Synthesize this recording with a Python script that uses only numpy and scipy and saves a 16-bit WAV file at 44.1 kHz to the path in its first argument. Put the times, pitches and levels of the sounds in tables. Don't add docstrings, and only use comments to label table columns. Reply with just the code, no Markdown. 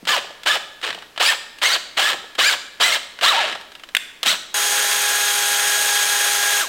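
import sys
import numpy as np
from scipy import signal
from scipy.fft import rfft, irfft
from scipy.io import wavfile

SR = 44100
rng = np.random.default_rng(int(sys.argv[2]) if len(sys.argv) > 2 else 0)


def generate_wav(sig):
    pcm = np.round(np.clip(np.atleast_2d(sig).T, -1, 1) * 32767).astype(np.int16)
    wavfile.write(sys.argv[1], SR, pcm)


N = 294764
TIME = np.arange(N) / SR

# start in seconds, peak in dB, centre pitch in Hz.
WORK_BUMPS = [(0.028, -32.5, 229), (0.245, -27.5, 650), (0.302, -31.5, 640), (0.947, -33, 523),
              (0.977, -29, 696), (1.023, -29.5, 1215), (2.141, -21.5, 547), (2.24, -33, 597),
              (3.553, -21, 896), (4.26, -34.5, 219.6)]
# start in seconds, peak in dB, treble in dB.
LOOSE_KNOCKS = [(0.053, -21, 0.0), (0.245, -26, -15), (0.434, -20.5, 6), (0.594, -26, -10), (0.815, -23, 3),
                (0.876, -14, -24), (0.905, -14.5, -20), (0.928, -16.5, -13), (0.947, -20, -2),
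                (0.988, -25.5, 1), (1.023, -27, -6), (1.162, -24.5, -13), (1.177, -11.5, -24),
                (1.586, -25, 7), (2.134, -12.5, -17), (2.352, -21.5, -2), (3.189, -17, -11),
                (3.499, -19, -13), (3.526, -15.5, -22), (3.552, -18.5, -15), (3.612, -24, -3),
                (3.719, -29, -2), (3.752, -25, -3), (3.797, -30, -8), (3.836, -22.5, -2), (3.889, -26, 0),
                (4.231, -4.5, 6)]
# start and stop in seconds, top motor speed in turns a second,
# spin-up, run-down and attack in seconds, then level, treble and mesh tone in relative dB.
TRIGGER_PULLS = [(0.067, 0.204, 76.4, 0.0092, 0.053, 0.02, -17, -2.5, 3),
                 (0.455, 0.586, 77.3, 0.011, 0.038, 0.013, -17, -3.5, 2.5),
                 (0.825, 0.925, 26, 0.008, 0.04, 0.012, -23, -4.5, -0.5),
                 (1.194, 1.362, 115.6, 0.037, 0.057, 0.011, -17.5, -0.5, 0),
                 (1.614, 1.788, 102, 0.02, 0.047, 0.015, -17.3, -1, -0.5),
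                 (1.966, 2.15, 82.5, 0.033, 0.057, 0.013, -16.5, -1, 1),
                 (2.379, 2.568, 115, 0.036, 0.052, 0.01, -17.5, 0, 1.5),
                 (2.797, 2.987, 93, 0.02, 0.046, 0.012, -16.5, -0.5, -1),
                 (3.207, 3.575, 96.6, 0.038, 0.29, 0.038, -15, 0, 4),
                 (4.246, 4.377, 108, 0.028, 0.069, 0.013, -21, 6, 0)]
# frequency in Hz, relative level in dB.
GEAR_SPECTRUM = [(59, -86), (100, -33.5), (214, -28.5), (319, -17.5), (697, -9), (1520, -6), (1690, -1.5),
                 (1960, -4.5), (3770, -4), (6120, -16.5), (8060, -15), (10200, -24.5), (15500, -27)]
# centre in Hz, width in Hz, strength in dB.
HOUSING_MODES = [(583, 160, -0.5), (1330, 140, -1), (1672, 47, -2), (3065, 360, -0.5), (3930, 240, -13.5)]
# multiple of the motor speed, relative level in dB.
GEAR_OVERTONES = [(23, -17.5), (29, -28.5), (32, -45), (46, -15.5), (69, -14.5), (92, -17.5)]
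# multiple of the motor speed, relative level in dB.
MESH_TONE = [(16, 0)]
# frequency in Hz, relative level in dB.
MESH_RADIATION = [(300, -10.5), (700, -4), (1250, -2.5), (1450, -2), (1700, 5.5), (2200, 2.5), (6000, -12)]
# centre time in seconds, share of speed lost, half-length in seconds.
BIT_CATCHES = [(0.145, 0.17, 0.02), (1.708, 0.14, 0.022), (2.503, 0.15, 0.016), (2.905, 0.083, 0.012),
               (3.347, 0.37, 0.029), (3.43, 0.19, 0.025), (4.692, 0.011, 0.015), (4.871, 0.0171, 0.01502),
               (5.32, 0.011, 0.015), (5.443, 0.013, 0.015), (5.56, 0.022, 0.012)]
# start in seconds, peak in dB, main ring in Hz.
HARD_SNAPS = [(3.9495, 0.5, 1970), (3.9675, -2, 3800)]
# frequency in Hz, relative level in dB.
SNAP_SPECTRUM = [(120, -59), (200, -29.5), (641, -19), (1280, -15), (1450, -5), (3300, -5), (3820, -2),
                 (4750, -17), (7620, -20.5), (15500, -27.5)]
# multiple of the motor speed, relative level in dB.
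RUN_HUM = [(4, -30)]
RUN_WHINE = [(1, -47), (1.243, -53), (2, -39.5), (2.51, -47), (6.04, -48), (8, -36.5), (12.04, -48),
             (14.08, -49), (15.45, -43), (16.07, -36), (23, -34.5), (31, -52), (32.15, -52)]
# frequency in Hz, relative level in dB.
RUSH_SPECTRUM = [(100, -41), (200, -28), (400, -18.5), (650, -9.5), (1150, -10), (2000, -5.5), (3900, -3),
                 (4400, -6.5), (8500, -9), (9100, -11.5), (10900, -17), (11600, -11), (13800, -12.5),
                 (15800, -23)]
# centre in Hz, width in Hz, strength in dB.
VENT_MODES = [(1390, 258, 0), (1734, 340, -2), (3250, 310, -8), (6520, 280, 2), (8050, 1300, -8),
              (12500, 1400, -23)]
# frequency in Hz, relative level in dB.
ROOM_TONE = [(20, 1.5), (40, -0.5), (120, -8), (300, 0.5), (1000, -3.5), (3000, -5.5), (8000, -15.5),
             (16000, -20)]
# frequency in Hz, seconds to fall 60 dB, band gain in dB.
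GARAGE_DECAY = [(150, 0.55, 0.5), (480, 0.63, -12.5), (1480, 0.78, -13), (3440, 0.77, -13),
                (7060, 0.54, -9), (14100, 0.31, -11.5)]


def from_db(db):
    return 10 ** (np.asarray(db) / 20)


def rms_one(x):
    return x / np.sqrt(np.mean(x ** 2) + 1e-20)


def at_hz(points, hz, column=1):
    points = np.array(points)
    return np.interp(np.log(np.maximum(hz, 1)), np.log(points[:, 0]), points[:, column])


def butter(x, hz, kind, order=2):
    sections = signal.butter(order, np.clip(hz, 10, .48 * SR), kind, fs=SR, output="sos")
    return signal.sosfilt(sections, x)


def drift(rate):
    pole = np.exp(-40 * np.pi * rate / SR)
    slow = signal.lfilter([1], [1, -2 * pole, pole * pole], rng.standard_normal(N // 20 + 2002))[2000:]
    return np.interp(np.arange(N) / 20, np.arange(len(slow)), rms_one(slow))


def body(spectrum, modes=(), size=4096):
    hz = np.arange(size // 2 + 1) * SR / size
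    gain = from_db(at_hz(spectrum, hz))
    for centre, width, db in modes:
        gain = gain * (1 + from_db(db) / (1 + (2 * (hz - centre) / width) ** 2))
    cepstrum = irfft(np.log(gain))[:size // 2]
    causal = 2 * cepstrum * (np.arange(size // 2) > 0)
    response = irfft(np.exp(rfft(causal, size)))
    return response / np.linalg.norm(response)


def through(x, response):
    return signal.fftconvolve(x, response)[:N]


def room_tone(level_db=-50.5):
    return from_db(level_db) * through(rng.standard_normal(N), body(ROOM_TONE))


def add(out, start_s, sound, peak_db):
    at = round(start_s * SR)
    out[at:at + len(sound)] += (from_db(peak_db) * sound / np.abs(sound).max())[:N - at]


def bumps(decay_s=0.0067, size=4096):
    out = np.zeros(N)
    for start, db, hz in WORK_BUMPS:
        push = rng.standard_normal(size) * np.exp(-TIME[:size] / decay_s)
        add(out, start, butter(push, [hz / np.sqrt(2), hz * np.sqrt(2)], "band"), db)
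    return out


def blow(chatter, decay_s, size=1024):
    force = chatter * rng.standard_normal(size) * np.exp(-TIME[:size] / decay_s)
    force[0] = 1
    return force


def knocks(treble_hz=3500, take_up_s=0.005, take_up_db=3.5, take_up_treble_db=-6):
    out, housing = np.zeros(N), body(GEAR_SPECTRUM, HOUSING_MODES)
    take_ups = [(start + take_up_s, db + take_up_db, treble_db + take_up_treble_db)
                for start, *_, db, treble_db, _ in TRIGGER_PULLS]
    for start, db, treble_db in LOOSE_KNOCKS + take_ups:
        force = blow(chatter=0.16, decay_s=0.0062)
        dull = butter(force, treble_hz, "low", order=1)
        knock = signal.fftconvolve(dull + from_db(treble_db) * (force - dull), housing)
        add(out, start, knock, db)
    return out


def bit_drag():
    return sum(share * np.exp(-((TIME - s) / half_s) ** 2) for s, share, half_s in BIT_CATCHES)


def trigger_pulls(surge_db=5.5, surge_s=0.052, ease_db_per_s=-9.5, brake_db=1.43, dull_db_per_s=-150):
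    speed, level, bite, meshing = np.zeros((4, N))
    for start, stop, top, spin_up_s, run_down_s, attack_s, db, treble_db, mesh_db in TRIGGER_PULLS:
        on = (TIME >= start) & (TIME < stop)
        t = TIME[on] - start
        coasted_s = np.maximum(TIME[on] - (stop - run_down_s), 0)
        running = 1 - coasted_s / run_down_s
        speed[on] = top * (1 - np.exp(-t / spin_up_s)) * running
        load_db = surge_db * np.exp(-(t / surge_s) ** 2) + ease_db_per_s * t
        rattle_db = brake_db * np.sin(np.pi * running)
        envelope = np.minimum(t / attack_s, 1) * np.minimum(running / 0.49, 1)
        level[on] = envelope * from_db(db + load_db + rattle_db)
        bite[on] = from_db(treble_db + dull_db_per_s * coasted_s)
        meshing[on] = from_db(mesh_db)
    lost = bit_drag()
    wander = 1 + 0.027 * drift(rate=14)
    meshing *= from_db(11 * lost)
    return speed * (1 - lost) * wander, level, bite, meshing


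def tones(speed, orders, flutter, shake):
    turns = np.cumsum(speed) / SR + shake * drift(84)
    lines = (from_db(db) * (1 + flutter * drift(38)) * np.sin(2 * np.pi * (order * turns + rng.random()))
             for order, db in orders)
    return sum(lines) * np.sqrt(2 / (1 + flutter ** 2))


def impacts(per_s, spread_db):
    sizes = from_db(spread_db * np.minimum(rng.exponential(1, N), 3.5)) * rng.choice([-1, 1], N)
    chance = np.maximum(per_s, 1) / SR
    return rms_one(sizes) * (rng.random(N) < chance) / np.sqrt(chance)


def gearbox(rattle_db=-7.0, rub_db=-6.5, mesh_db=-16.5, whine_db=-1.5, treble_hz=4800):
    speed, level, bite, meshing = trigger_pulls()
    pace = speed / 75.2
    rattle = from_db(rattle_db) * impacts(per_s=400 + 8.0 * speed * pace, spread_db=2.5)
    turns = np.cumsum(speed) / SR
    rub = from_db(rub_db) * rng.standard_normal(N) * (1 + 0.1 * np.sin(2 * np.pi * turns))
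    whine = from_db(whine_db) * pace ** 2 * tones(speed, GEAR_OVERTONES, flutter=1.0, shake=0.0037)
    force = level * (rattle + rub + whine)
    dull = butter(force, treble_hz, "low", order=1)
    treble = (0.14 + 1.5 * pace) * bite * (force - dull)
    mesh_level = level * meshing * from_db(mesh_db) * np.minimum(2 * pace, 1)
    mesh = mesh_level * tones(speed, MESH_TONE, flutter=0.61, shake=0.0037)
    housing = body(GEAR_SPECTRUM, HOUSING_MODES)
    return through(dull + treble, housing) + through(mesh, body(MESH_RADIATION))


def snaps(ring_width_hz=450, ring_db=-3.0):
    out = np.zeros(N)
    for start, db, hz in HARD_SNAPS:
        force = blow(chatter=0.98, decay_s=0.0029)
        ring = body(SNAP_SPECTRUM, [(hz, ring_width_hz, ring_db)])
        add(out, start, signal.fftconvolve(force, ring), db)
    return out


def long_run(start_s=4.542, brake_s=6.606, turns_per_s=413.2, rush_db=-20, hum_db=-2.5):
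    t = np.maximum(TIME - start_s, 0)
    sag = 1.2 * t
    braking = 3400 * np.maximum(TIME - brake_s, 0)
    speed = np.maximum(turns_per_s - sag - braking, 0) * (1 - bit_drag()) * (1 + 0.0025 * drift(18.1))
    pace = (TIME >= start_s) * speed / turns_per_s
    deepening_db = 4 * t
    return speed, from_db(rush_db) * pace ** 2.2, from_db(hum_db + deepening_db) * pace ** 2.3


def motor_and_fan(whine_db=24.0, throb=0.27):
    speed, rush_level, hum_level = long_run()
    pulsing = 1 + throb * np.sin(8 * np.pi * np.cumsum(speed) / SR)
    air = rng.standard_normal(N) * pulsing * from_db(0.82 * drift(110))
    rush = through(air, body(RUSH_SPECTRUM, VENT_MODES))
    hum = tones(speed, RUN_HUM, flutter=0.27, shake=0.015)
    whine = from_db(whine_db) * tones(speed, RUN_WHINE, flutter=0.14, shake=0.0024)
    return rush_level * (rush + whine) + hum_level * hum


def garage(x, build_s=0.014, bands=9):
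    t, response = TIME[:SR], 0
    edges_hz = np.geomspace(80, 16000, bands + 1)
    for low, high in zip(edges_hz, edges_hz[1:]):
        hz = np.sqrt(low * high)
        fade = from_db(-60 * t / at_hz(GARAGE_DECAY, hz)) * (1 - np.exp(-t / build_s))
        band = butter(rng.standard_normal(SR), [low, high], "band")
        gain = from_db(at_hz(GARAGE_DECAY, hz, column=2))
        response = response + gain * band * fade / np.linalg.norm(fade)
    return through(x, response)


def scene():
    drill = gearbox() + knocks() + snaps() + motor_and_fan() + bumps()
    return np.tile(drill + room_tone() + garage(drill), (2, 1))


def record(dry, cutoff_hz=16000):
    return signal.sosfilt(signal.ellip(10, .1, 80, cutoff_hz, fs=SR, output="sos"), dry)


dry = scene()
out = record(dry)
generate_wav(out)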